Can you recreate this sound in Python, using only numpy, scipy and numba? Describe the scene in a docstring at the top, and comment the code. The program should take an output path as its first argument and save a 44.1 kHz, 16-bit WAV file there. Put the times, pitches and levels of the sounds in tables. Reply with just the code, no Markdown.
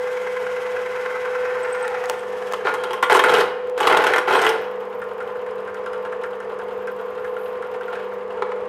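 """Drill press cutting a wooden plug

A small workshop, one microphone close to the bench. The motor hums and throbs as a plug cutter bores
into a board: it rasps once a turn, squeaks, then grabs and chatters in two loud fits that shake board
and table. Lifted clear, the spindle runs free, ticks and knocks in its play. Two dull thumps end it."""
import sys
import numpy as np
from scipy import signal
from scipy.fft import rfft, irfft
from scipy.io import wavfile
from numba import njit

SR = 44100
rng = np.random.default_rng(int(sys.argv[2]) if len(sys.argv) > 2 else 0)


def persist_wave(psi):
    """Save psi, clipped to +-1, as 16-bit WAV."""
    counts = np.round(np.clip(psi, -1, 1) * 32767).astype(np.int16)
    wavfile.write(sys.argv[1], SR, np.atleast_2d(counts).T)


N = 382788
T = np.arange(N) / SR


# steady cutting, close by: time_s, rasp_db, dust_db
CUT_LEVELS = [(0, -36, -48.5), (.6, -34.5, -49.5), (1.2, -32.5, -50.5), (1.8, -31.5, -53.5),
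              (2.0, -31, -53), (2.12, -35.5, -49), (2.25, -43, -54), (2.5, -38, -48.5), (2.9, -53, -71),
              (3.1, -59, -77), (4.7, -80, -93), (8.68, -124, -100)]
# rasp of the teeth: pitch_hz, level_db
RASP_SPECTRUM = [(100, -50), (380, -36), (650, -9), (800, -0.5), (1100, -6.5), (1350, 4), (1700, -2.5),
                 (2100, -3.5), (2600, -6), (3300, -17), (4400, -23.5), (5260, -21), (8000, -32.5),
                 (11400, -35), (16000, -44.5)]
# bore resonances, sinking as the cut deepens: time_s, first_hz, second_hz, third_hz
BORE_PITCHES = [(0, 1050, 1580, 2030), (1.2, 1066, 1516, 2010), (1.6, 1040, 1470, 1820),
                (1.8, 960, 1470, 1820), (2.0, 716, 1130, 1890), (2.6, 714, 1170, 1640)]
# the same three resonances: width_hz, gain_db
BORE_RINGS = [(90, 12), (110, 3.5), (130, 6)]
# fine dust hissing out of the cut: pitch_hz, level_db
DUST_SPECTRUM = [(100, -30), (1760, -22), (3000, -4.5), (4200, -15.5), (6000, -16), (8300, -20),
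                 (9300, -22.5), (10500, -25.5), (11500, -24), (12400, -29), (14000, -31.5), (16000, -39)]
# ringing of the steel cutter: pitch_hz, width_hz, gain_db
CUTTER_RINGS = [(2850, 49, -11), (3140, 120, -11), (5260, 97, -7), (8100, 56, 5), (9580, 120, 0),
                (11400, 180, 0.5), (11980, 550, 0)]
TEETH = 4

def cutting(turn, bite_db=7.0, tooth_db=-0.5, split_hz=1300, first_dust_db=6.5, second_dust_db=7.5):
    """Each tooth scrapes the bore; once a turn the rasp bites brightly and dust spurts twice."""
    rasp_db, dust_db = curves(CUT_LEVELS)
    bore = [(hz, width, db) for hz, (width, db) in zip(curves(BORE_PITCHES), BORE_RINGS)]
    rasp = ring(colour(grains(5000, 3.2), RASP_SPECTRUM), bore)
    dull = rolloff(rasp, split_hz, "low", order=3)
    scrape = dull * undb(tooth_db * lobe(TEETH * turn, .7, 0.21))
    bite = (rasp - dull) * undb(bite_db * lobe(turn, 0.05, 0.075))
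    dust = ring(colour(grains(4000, 1.9), DUST_SPECTRUM), CUTTER_RINGS)
    spurts = undb(first_dust_db * lobe(turn, .03, .085) + second_dust_db * lobe(turn, 0.57, 0.18))
    return unit(scrape + bite) * undb(rasp_db) + unit(dust * spurts) * undb(dust_db)


# grabs of the cutter: start_s, attack_s, length_s, release_s, shake_db, splinter_db
GRABS = [(2.643, 0.012, 0.048, 0.03, -19.5, -44), (2.71, 0.034, 0.27, 0.014, -33.5, -64),
         (3.099, 0.0025, 0.075, 0.012, -14, -18.5), (3.244, 0.0031, 0.017, 0.037, -14.5, -32),
         (3.281, 0.015, 0.13, 0.029, -15, -24), (3.767, 0.037, 0.097, 0.022, -19.5, -34),
         (3.872, 0.045, 0.079, 0.011, -14.5, -46), (3.962, 0.01, 0.15, 0.03, -16, -41),
         (4.27, 0.015, 0.19, 0.065, -15, -31.5)]
# the board hammering on the table: pitch_hz, level_db
BOARD_SPECTRUM = [(24, -72), (40, -40), (110, -23), (185, -16.5), (258, -16), (339, -11.5), (393, -5),
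                  (455, 3), (561, -4), (854, -3), (1150, -10.5), (1380, -6.5), (1710, -14.5), (3000, -27.5),
                  (4380, -24.5), (6000, -49), (7800, -67), (13200, -120)]
# ringing of board and table: pitch_hz, width_hz, gain_db
TABLE_RINGS = [(385, 11.7, 8), (417, 63, 4.5), (864, 35, -3), (1064, 83, 0), (1453, 350, -0.5),
               (1965, 154, 4)]
# wood splintering: pitch_hz, level_db
SPLINTER_SPECTRUM = [(100, -27), (1760, -17.5), (3000, -1.5), (4110, -14), (4320, -15), (5630, -18.5),
                     (6760, -20), (8110, -18), (10600, -20.5), (11600, -21.5), (15100, -35), (16000, -48)]

def chatter(turn, shake_db=-7.0, splinter_db=-10.5, chip_db=-10.5, splinter_release_s=0.007):
    """The cutter grabs and hammers the board on the table; chips tear out, splinters ring the steel."""
    shaking = splintering = 0
    for start_s, attack_s, length_s, release_s, board_db, fibre_db in GRABS:
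        shaking += undb(board_db) * envelope(start_s, attack_s, length_s, release_s)
        splintering += undb(fibre_db) * envelope(start_s, attack_s, length_s, splinter_release_s)
    blow, crack = tooth_catches(turn, shaking)
    judder = unit(undb(2.0 * walk(170)))
    hammer = grains(2200, 1.24) * judder * shaking * undb(shake_db)
    chips = colour(grains(600, 2.5), RASP_SPECTRUM) * shaking * undb(chip_db)
    fibre_clumps = grains(420, 2.5) * judder * unit(undb(2.0 * walk(260)))
    splinters = fibre_clumps * splintering * undb(splinter_db) + grains(9000, 7.7) * crack
    wood = ring(colour(hammer, BOARD_SPECTRUM) + caught_wood(blow), TABLE_RINGS)
    return wood + chips + ring(colour(splinter_ring(splinters), SPLINTER_SPECTRUM), CUTTER_RINGS)


# the hardest blows of catching teeth: start_s, blow_db, crack_db, pitch_hz
HARD_CATCHES = [(2.1, -13.5, -60, 820), (2.534, -11.5, -32.5, 1300), (2.67, -4.5, -43, 1320),
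                (2.739, -12.5, -30.5, 925), (2.837, -14, -31, 1340), (2.907, -15, -38, 1020),
                (2.932, -11, -33, 1040), (3.026, 1, -23.5, 1090), (3.035, -11, -34, 1330),
                (3.097, 1, -29, 1410), (3.12, -0.5, -27, 1410), (3.148, 1, -26, 1030),
                (3.16, -14, -30, 830), (3.192, 2.5, -22, 1740), (3.238, 1.5, -24, 1390),
                (3.293, -15, -30, 1040), (3.342, 0, -31, 1360), (3.408, -7.5, -27.5, 870),
                (3.777, -15, -33, 905), (3.803, -4, -27, 865), (3.829, -11, -32, 870),
                (3.852, -8, -41, 900), (3.871, -0.5, -18, 1220), (3.897, -2.5, -30, 780),
                (3.912, -1.5, -42, 840), (3.924, -7, -32, 1320), (3.945, -4, -38, 860),
                (3.969, -7, -24.5, 790), (4.022, -13, -37, 820), (4.039, -4, -26.5, 910),
                (4.067, -1.5, -23.5, 1410), (4.135, -1, -26.5, 1820), (4.16, -2, -27.5, 1350),
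                (4.181, -3.5, -26, 1400), (4.276, -12.5, -42, 810), (4.308, -8, -36, 874),
                (4.327, -7, -29, 1000), (4.351, -2, -28, 1090), (4.417, -7.5, -25.5, 980),
                (4.446, -5, -27, 1530), (4.465, 1.5, -25.5, 1770), (4.491, -19, -23.5, 900)]

def tooth_catches(turn, shaking, crack_db=-24, scatter_db=2.5, jitter_s=0.0018):
    """Force of blows and cracks: the hardest catches, and a lesser one per tooth as the board shakes."""
    blow_shape = dict(decay_s=0.0087, rise_s=0.00062)
    crack_shape = dict(decay_s=0.0079, rise_s=0.00023)
    passes = moments(turn, 1 / TEETH, 0.88)[:-1]
    late, blow_chance, crack_chance = rng.standard_normal((len(passes), 3)).T
    passes = np.clip(passes + jitter_s * late, 0, T[-1])
    start_s, hard_blow_db, hard_crack_db, _ = np.transpose(HARD_CATCHES)
    lesser_blows = shaking * blows(passes, scatter_db * blow_chance, **blow_shape)
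    lesser_cracks = shaking * blows(passes, crack_db + scatter_db * crack_chance, **crack_shape)
    return (np.maximum(blows(start_s, hard_blow_db, **blow_shape), lesser_blows),
            np.maximum(blows(start_s, hard_crack_db, **crack_shape), lesser_cracks))


# a short blow, which hardly moves the table: pitch_hz, level_db
BLOW_SPECTRUM = [(40, -68), (250, -11.5), (420, -3), (600, -2), (950, 2.5), (1500, -5), (2100, -7),
                 (3200, -10.5), (4300, -25.5), (7000, -50), (16000, -80)]

def caught_wood(blow, ring_db=2.5, width_hz=280.0, blow_db=-14.0):
    """Each blow rings the wood at the pitch of the latest hard catch."""
    start_s, _, _, pitch_hz = np.transpose(HARD_CATCHES)
    latest = np.maximum(np.searchsorted(start_s, T) - 1, 0)
    struck = colour(grains(5000, 2.0) * blow * undb(blow_db), BLOW_SPECTRUM)
    return struck + undb(ring_db) * bandpass(struck, pitch_hz[latest], width_hz)


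def splinter_ring(x, centre_hz=5000, spread_octaves=0.65, width_hz=1100.0, ring_db=4):
    """Splinters of unequal length: each rings briefly at a pitch of its own."""
    pitch_hz = np.clip(centre_hz * 2 ** (spread_octaves * walk(160)), 1500, 14000)
    return x + undb(ring_db) * bandpass(x, pitch_hz, width_hz)


# single brittle fibres breaking: start_s, level_db
FIBRE_SNAPS = [(1.8789, -16), (2.039, -22), (2.057, -18.5), (2.0972, -5), (2.523, -14), (2.536, -18),
               (3.673, -34), (3.697, -26), (3.872, -14), (3.973, -7.5), (4.042, -15)]
# their dry crack: pitch_hz, level_db
SNAP_SPECTRUM = [(200, -10), (900, 19.5), (2600, 6), (4500, 1.5), (7000, 5.5), (9000, -3.5), (12000, -4.5),
                 (16000, -13)]

def snaps(snap_db=-1):
    """A fibre lets go within a millisecond or two, too fast to move the board."""
    start_s, level_db = np.transpose(FIBRE_SNAPS)
    burst = blows(start_s, level_db + snap_db, decay_s=.0012, rise_s=.0005)
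    return colour(grains(15000, 1) * burst, SNAP_SPECTRUM)


# the cutter wall squeaking: peak_s, pitch_hz, level_db
WALL_SQUEAKS = [(1.635, 8100, -39), (1.73, 8230, -33), (1.829, 8180, -35.5), (2.095, 8100, -37),
                (2.195, 8100, -46)]

def squeaks(half_width_s=0.0048, rough_hz=90):
    """The steel tube sings briefly as it rubs the plug."""
    wobble_hz = rough_hz * walk(900)
    out = 0
    for peak_s, hz, db in WALL_SQUEAKS:
        swell = undb(db) * np.exp(-((T - peak_s) / half_width_s) ** 2)
        out += swell * np.sin(2 * np.pi * np.cumsum(hz + wobble_hz) / SR)
    return out


TUBE_HZ = 8260
# steel singing in the wood, later loose, broad scrapes: start_s, length_s, pitch_hz, width_hz, level_db
STEEL_RUBS = [(2.73, .26, 3200, 200, -48), (4.32, 0.12, TUBE_HZ, 130, -50), (7.85, 0.17, 2350, 1600, -49),
              (7.2, 0.3, 12000, 5900, -67)]

def rubs(attack_s=0.026, release_s=0.044, uneven_db=3.5):
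    """Each sliding contact keeps one resonance sounding, unevenly."""
    out = 0
    for start_s, length_s, hz, width_hz, db in STEEL_RUBS:
        friction = band(grains(2800, 4.4), hz, width_hz) * undb(db + uneven_db * walk(45))
        out += friction * envelope(start_s, attack_s, length_s, release_s)
    return out


# looseness of the spindle: time_s, rattle_db
SPINDLE_PLAY = [(0, -53), (2.2, -47.5), (4.7, -45.5), (6.2, -43), (7.7, -43), (7.95, -37.5), (8.1, -46.5),
                (8.68, -45.5)]
# tapping of the splines: pitch_hz, level_db
RATTLE_SPECTRUM = [(410, -23.5), (700, 6), (830, -1.5), (922, 13), (984, -27.5), (1020, 17), (1090, -3.5),
                   (1380, 5.5), (2130, -28.5), (2730, -5), (5690, -32.5), (10500, -34), (12800, -39),
                   (16000, -57)]

def spline_rattle(turn, quarter_db=(0, -9, -12, -4), scatter_db=2.5, decay_turns=0.16):
    """The splines tap four times a turn, unequally."""
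    quarter = (4 * turn).astype(int)
    turns_since_tap = turn - quarter / 4
    tap_db = np.array(quarter_db)[quarter % 4] + scatter_db * rng.standard_normal(512)[quarter]
    taps = unit(undb(tap_db) * np.exp(-turns_since_tap / decay_turns))
    looseness = undb(curves(SPINDLE_PLAY)[0])
    return colour(grains(6000, 6.8) * taps * looseness, RATTLE_SPECTRUM)


# the hardest knocks of the free spindle: start_s, knock_db, tick_db
HARD_KNOCKS = [(5.016, -19, -49), (5.203, -17, -49), (5.355, -23, -56), (5.462, -22, -53),
               (5.674, -21.5, -53), (5.744, -23.5, -44), (5.86, -17.5, -43.5), (5.931, -18, -43),
               (6.049, -20.5, -49), (6.123, -19.5, -53), (6.235, -14, -42), (6.402, -21, -45),
               (6.589, -21, -45), (6.804, -29, -59), (6.872, -17.5, -43), (7.179, -27, -60),
               (7.244, -16.5, -49), (7.364, -21.5, -56), (7.623, -21.5, -48), (7.741, -23, -55),
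               (7.808, -21, -50), (7.879, -19, -52), (7.953, -18, -47)]
# two knocks in each swing through the play: angle_turns, gain_db
KNOCKS_PER_SWING = [(1, 15), (1.74, 13.5)]
# a knock of the quill, the sleeve round the spindle: pitch_hz, level_db
KNOCK_SPECTRUM = [(300, -20.5), (900, -15), (1400, 6), (1900, -4.5), (2600, -15.5), (4000, -31.5),
                  (5200, -34), (9000, -34.5), (15000, -60)]
# ringing of the quill: pitch_hz, width_hz, gain_db
QUILL_RINGS = [(1380, 27, -10), (1430, 25, -20), (1570, 36, -5), (1820, 34, -11)]

def knocking(turn, load, swing_turns=2, scatter_db=1.5, knock_db=-11, decay_s=0.014, rise_s=0.0014):
    """Without load the swinging spindle knocks in a limping rhythm and rings the quill."""
    looseness = (1 - load) * undb(curves(SPINDLE_PLAY)[0])
    start_s, hard_db, _ = np.transpose(HARD_KNOCKS)
    force = blows(start_s, hard_db, decay_s, rise_s)
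    for angle, db in KNOCKS_PER_SWING:
        passes = moments(turn, swing_turns, angle)
        level_db = db + scatter_db * rng.standard_normal(128)[:len(passes)]
        force = np.maximum(force, looseness * blows(passes, level_db, decay_s, rise_s))
    return ring(colour(grains(6000, 8.0) * force * undb(knock_db), KNOCK_SPECTRUM), QUILL_RINGS)


# steel ticking on steel: pitch_hz, level_db
TICK_SPECTRUM = [(1000, -19.5), (4000, -19), (5100, 5.5), (6000, -4), (10500, -3), (12500, -20),
                 (16000, -36)]
# high ringing of spindle and bearings: pitch_hz, width_hz, gain_db
STEEL_RINGS = [(4700, 110, -2), (5100, 90, -2), (6160, 140, -6), (6740, 84, 1), (7000, 64, 2),
               (8180, 160, 2.5), (9870, 230, -1), (11700, 300, 3), (13000, 250, -3)]

def ticks(turn, load, light_db=-57.5, scatter_db=2.5, decay_s=0.0028, rise_s=0.00037, tick_db=-2.0):
    """The free spindle ticks lightly twice a turn, and louder with each hard knock."""
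    start_s, _, hard_db = np.transpose(HARD_KNOCKS)
    passes = moments(turn, .5, .23)
    level_db = light_db + scatter_db * rng.standard_normal(len(passes))
    light = (1 - load) * blows(passes, level_db, decay_s, rise_s)
    force = np.maximum(blows(start_s, hard_db + tick_db, decay_s, rise_s), light)
    return ring(colour(grains(12000, 1.5) * force, TICK_SPECTRUM), STEEL_RINGS)


# two thumps at the end: start_s, level_db
BOARD_THUMPS = [(8.421, -13.5), (8.517, -19.5)]
# their dull wooden tone: pitch_hz, level_db
THUMP_SPECTRUM = [(100, -46), (300, -29), (440, 7), (650, -4), (980, 8), (1500, -2), (2100, -10),
                  (3000, -13), (5000, -26), (10000, -38), (16000, -53)]

def thumps(decay_s=0.0047, rise_s=0.0016):
    """Soft blows on the board ring the table."""
    force = blows(*np.transpose(BOARD_THUMPS), decay_s, rise_s)
    return ring(colour(grains(7000, 0.55) * force, THUMP_SPECTRUM), TABLE_RINGS)


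# loose dust on the near and far side of the cutter's path: time_s, near_db, far_db
BRUSH_LEVELS = [(0, -100, -100), (4.4, -100, -100), (4.5, -59, -69), (4.62, -60, -65), (5.0, -64, -71),
                (5.6, -66, -67), (6.2, -70, -72), (6.9, -65, -61), (7.6, -70, -69), (8.2, -73, -68),
                (8.68, -97, -94)]

def brushing(turn, pitch_hz=13400, width_hz=5200, arc_turns=0.11):
    """The lifted cutter brushes through dust: two thin, unequal swishes a turn that ring the steel."""
    near_db, far_db = curves(BRUSH_LEVELS)
    touch = undb(near_db) * lobe(turn, .77, arc_turns) + undb(far_db) * lobe(turn, 0.28, arc_turns)
    uneven = unit(undb(3.5 * walk(21)))
    swish = ring(band(grains(2500, 3), pitch_hz, width_hz), STEEL_RINGS)
    return unit(swish) * touch * uneven


# magnetic hum, its rotor sidebands and the slot tones: free_hz, loaded_hz, free_db, loaded_db
HUM_TONES = [(200, 200, -51.7, -56.5), (242.6, 236.5, -62, -72), (375.2, 375.7, -55, -58),
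             (400, 400, -45.5, -49), (442.6, 436.5, -38.5, -49), (475.2, 475.7, -39, -40.5),
             (500, 500, -30.5, -26), (524.8, 524.3, -53, -48), (600, 600, -49, -53), (945, 931, -50, -50),
             (1045, 1031, -45, -47), (1145, 1131, -46.5, -56), (1245, 1231, -50.5, -60)]
# swell of the even magnetic hum: time_s, gain_db
EVEN_HUM_SWELL = [(0, 0.5), (6.8, 0.5), (7.5, -1), (8.35, 3), (8.55, 5), (8.68, 4)]
# fan, belt and bearings: pitch_hz, level_db
RUSH_SPECTRUM = [(30, -28), (80, -14), (130, -16), (260, -16), (340, -13.5), (400, -1.5), (460, 10),
                 (570, -4), (900, -2), (1180, -10.5), (1400, -9.5), (2000, -13.5), (2900, -23),
                 (4200, -36.5), (11000, -52), (15500, -53)]

def motor(load, even_hum_hz=200, waver_db=-1.1, rush_db=-35.0, flutter_db=1.0):
    """Hum and slot tones beat against each other over the rush of fan, belt and bearings."""
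    swell_db, = curves(EVEN_HUM_SWELL)
    hum = 0
    for free_hz, loaded_hz, free_db, loaded_db in HUM_TONES:
        pitch_hz = free_hz + load * (loaded_hz - free_hz)
        phase = 2 * np.pi * (np.cumsum(pitch_hz) / SR + rng.random())
        level_db = free_db + load * (loaded_db - free_db) + waver_db * walk(6.4)
        if free_hz % even_hum_hz == 0:
            level_db += swell_db
        hum += np.sqrt(2) * undb(level_db) * np.sin(phase)
    rush = ring(colour(rng.standard_normal(N), RUSH_SPECTRUM), STEEL_RINGS)
    return hum + rush * undb(rush_db + flutter_db * walk(40))


def frame(x, ring_db=-9, ring_s=0.0048, above_hz=1200):
    """Casting, column and table add a short ring of countless close modes."""
    t = T[:SR // 10]
    dense = rolloff(rng.standard_normal(len(t)), above_hz, "high")
    return x + undb(ring_db) * convolve(x, dense * np.sqrt(t) * np.exp(-t / ring_s))


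def workshop(x, wet_db=-9, low_t60_s=0.66, high_t60_s=0.34, split_hz=3500, build_s=0.0084):
    """The small room's diffuse echo behind the close sound; its treble dies sooner."""
    t = T[:SR]
    low = rolloff(rng.standard_normal(SR), split_hz, "low") * undb(-60 * t / low_t60_s)
    high = rolloff(rng.standard_normal(SR), split_hz, "high") * undb(-60 * t / high_t60_s)
    tail = (low + high) * (1 - np.exp(-t / build_s))
    return x + undb(wet_db) * convolve(x, tail)


def undb(db):
    """Decibels to gain."""
    return 10 ** (np.asarray(db) / 20)


def unit(x):
    """Scale to rms 1."""
    return x / np.sqrt(np.mean(x ** 2))


def curves(rows):
    """Each column of a table, joined by straight lines in time."""
    time_s, *columns = np.transpose(rows)
    return [np.interp(T, time_s, column) for column in columns]


def walk(rate_hz):
    """Random wandering with a spread near 1."""
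    knots = rng.standard_normal(4096)
    return 1.2 * np.interp(T * rate_hz, np.arange(len(knots)), knots)


def grains(per_s, spread_db):
    """Random clicks of uneven size, rms 1."""
    clicks = (rng.random(N) < per_s / SR) * np.sign(rng.standard_normal(N))
    return unit(clicks * undb(spread_db * np.clip(rng.standard_normal(N), -2, 2)))


def blows(times_s, levels_db, decay_s, rise_s):
    """Contact force of single blows: a quick rise and a scraping decay."""
    force, t = np.zeros(N), T[:SR // 8]
    pulse = (1 - np.exp(-t / rise_s)) * np.exp(-t / decay_s)
    for start_s, db in zip(times_s, levels_db):
        i = int(start_s * SR)
        force[i:i + len(t)] += undb(db) * pulse[:N - i]
    return force


def envelope(start_s, attack_s, length_s, release_s):
    """Attack, hold, dying away."""
    attack = np.clip((T - start_s) / attack_s, 0, 1)
    return attack * np.exp(-np.maximum(T - start_s - length_s, 0) / release_s)


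def moments(turn, every_turns, first_turn):
    """Times at which the spindle passes an angle, one every so many turns."""
    return np.interp(np.arange(first_turn, turn[-1], every_turns), turn, T)


def lobe(turn, angle, width_turns):
    """A smooth bump once a turn, as the spindle passes an angle."""
    return np.exp(-(((turn - angle + .5) % 1 - .5) / width_turns) ** 2)


def convolve(x, response):
    """Apply an impulse response scaled to unit energy."""
    return signal.oaconvolve(x, response / np.linalg.norm(response))[:N]


def rolloff(x, hz, kind, order=2):
    """Low-pass or high-pass filter."""
    return signal.sosfilt(signal.butter(order, hz, kind, fs=SR, output="sos"), x)


def colour(x, spectrum, size=4096):
    """Minimum-phase filter with a (pitch_hz, level_db) shape; keeps the power of white noise."""
    hz, db = np.transpose(spectrum)
    bins_hz = np.maximum(np.arange(size // 2 + 1) * SR / size, 1)
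    gain = undb(np.interp(np.log(bins_hz), np.log(hz), db))
    cepstrum = irfft(np.log(gain))
    cepstrum[1:size // 2] *= 2
    cepstrum[size // 2 + 1:] = 0
    return convolve(x, irfft(np.exp(rfft(cepstrum))))


@njit
def bandpass(x, hz, width_hz):
    """State-variable resonance whose centre may move."""
    y, band_state, low_state = np.empty(len(x)), 0., 0.
    for i in range(len(x)):
        g, damping = np.tan(np.pi * hz[i] / SR), width_hz / hz[i]
        v = (band_state + g * (x[i] + 1e-18 - low_state)) / (1 + g * (g + damping))
        band_state = 2 * v - band_state
        low_state += 2 * g * v
        y[i] = damping * v
    return y


def ring(x, modes):
    """Add the ringing of (pitch_hz, width_hz, gain_db) modes to a sound."""
    return x + sum(undb(db) * bandpass(x, hz * np.ones(N), float(width)) for hz, width, db in modes)


def band(x, hz, width_hz):
    """A steep band of a sound, rms 1."""
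    centre = hz * np.ones(N)
    return unit(bandpass(bandpass(x, centre, float(width_hz)), centre, float(width_hz)))


# load on the motor, 0 running free to 1 cutting hard: time_s, load
MOTOR_LOAD = [(0, 1), (1.9, 1), (2.2, .1), (3.0, .1), (3.1, .82), (4.5, .82), (4.7, 0), (8.68, 0)]

def scene(free_turn_hz=10.655, loaded_turn_hz=10.145, start_turn=.28):
    """Load slows motor and spindle; the turning spindle times the rasp, the catches and the rattle."""
    load, = curves(MOTOR_LOAD)
    turn = start_turn + np.cumsum(free_turn_hz + load * (loaded_turn_hz - free_turn_hz)) / SR
    work = frame(spline_rattle(turn) + knocking(turn, load) + cutting(turn) + chatter(turn) + thumps())
    work = work + squeaks() + rubs() + ticks(turn, load) + brushing(turn)
    return (motor(load) + workshop(work) + workshop(snaps(), wet_db=-14))[None]


def record(dry, low_hz=48, top_hz=15900):
    """The close microphone rounds the loudest peaks, thins the deep bass and cuts the top."""
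    thin = rolloff(np.tanh(dry), low_hz, "high")
    return signal.sosfilt(signal.ellip(8, .2, 70, top_hz, fs=SR, output="sos"), thin)


dry = scene()
out = record(dry)
persist_wave(out)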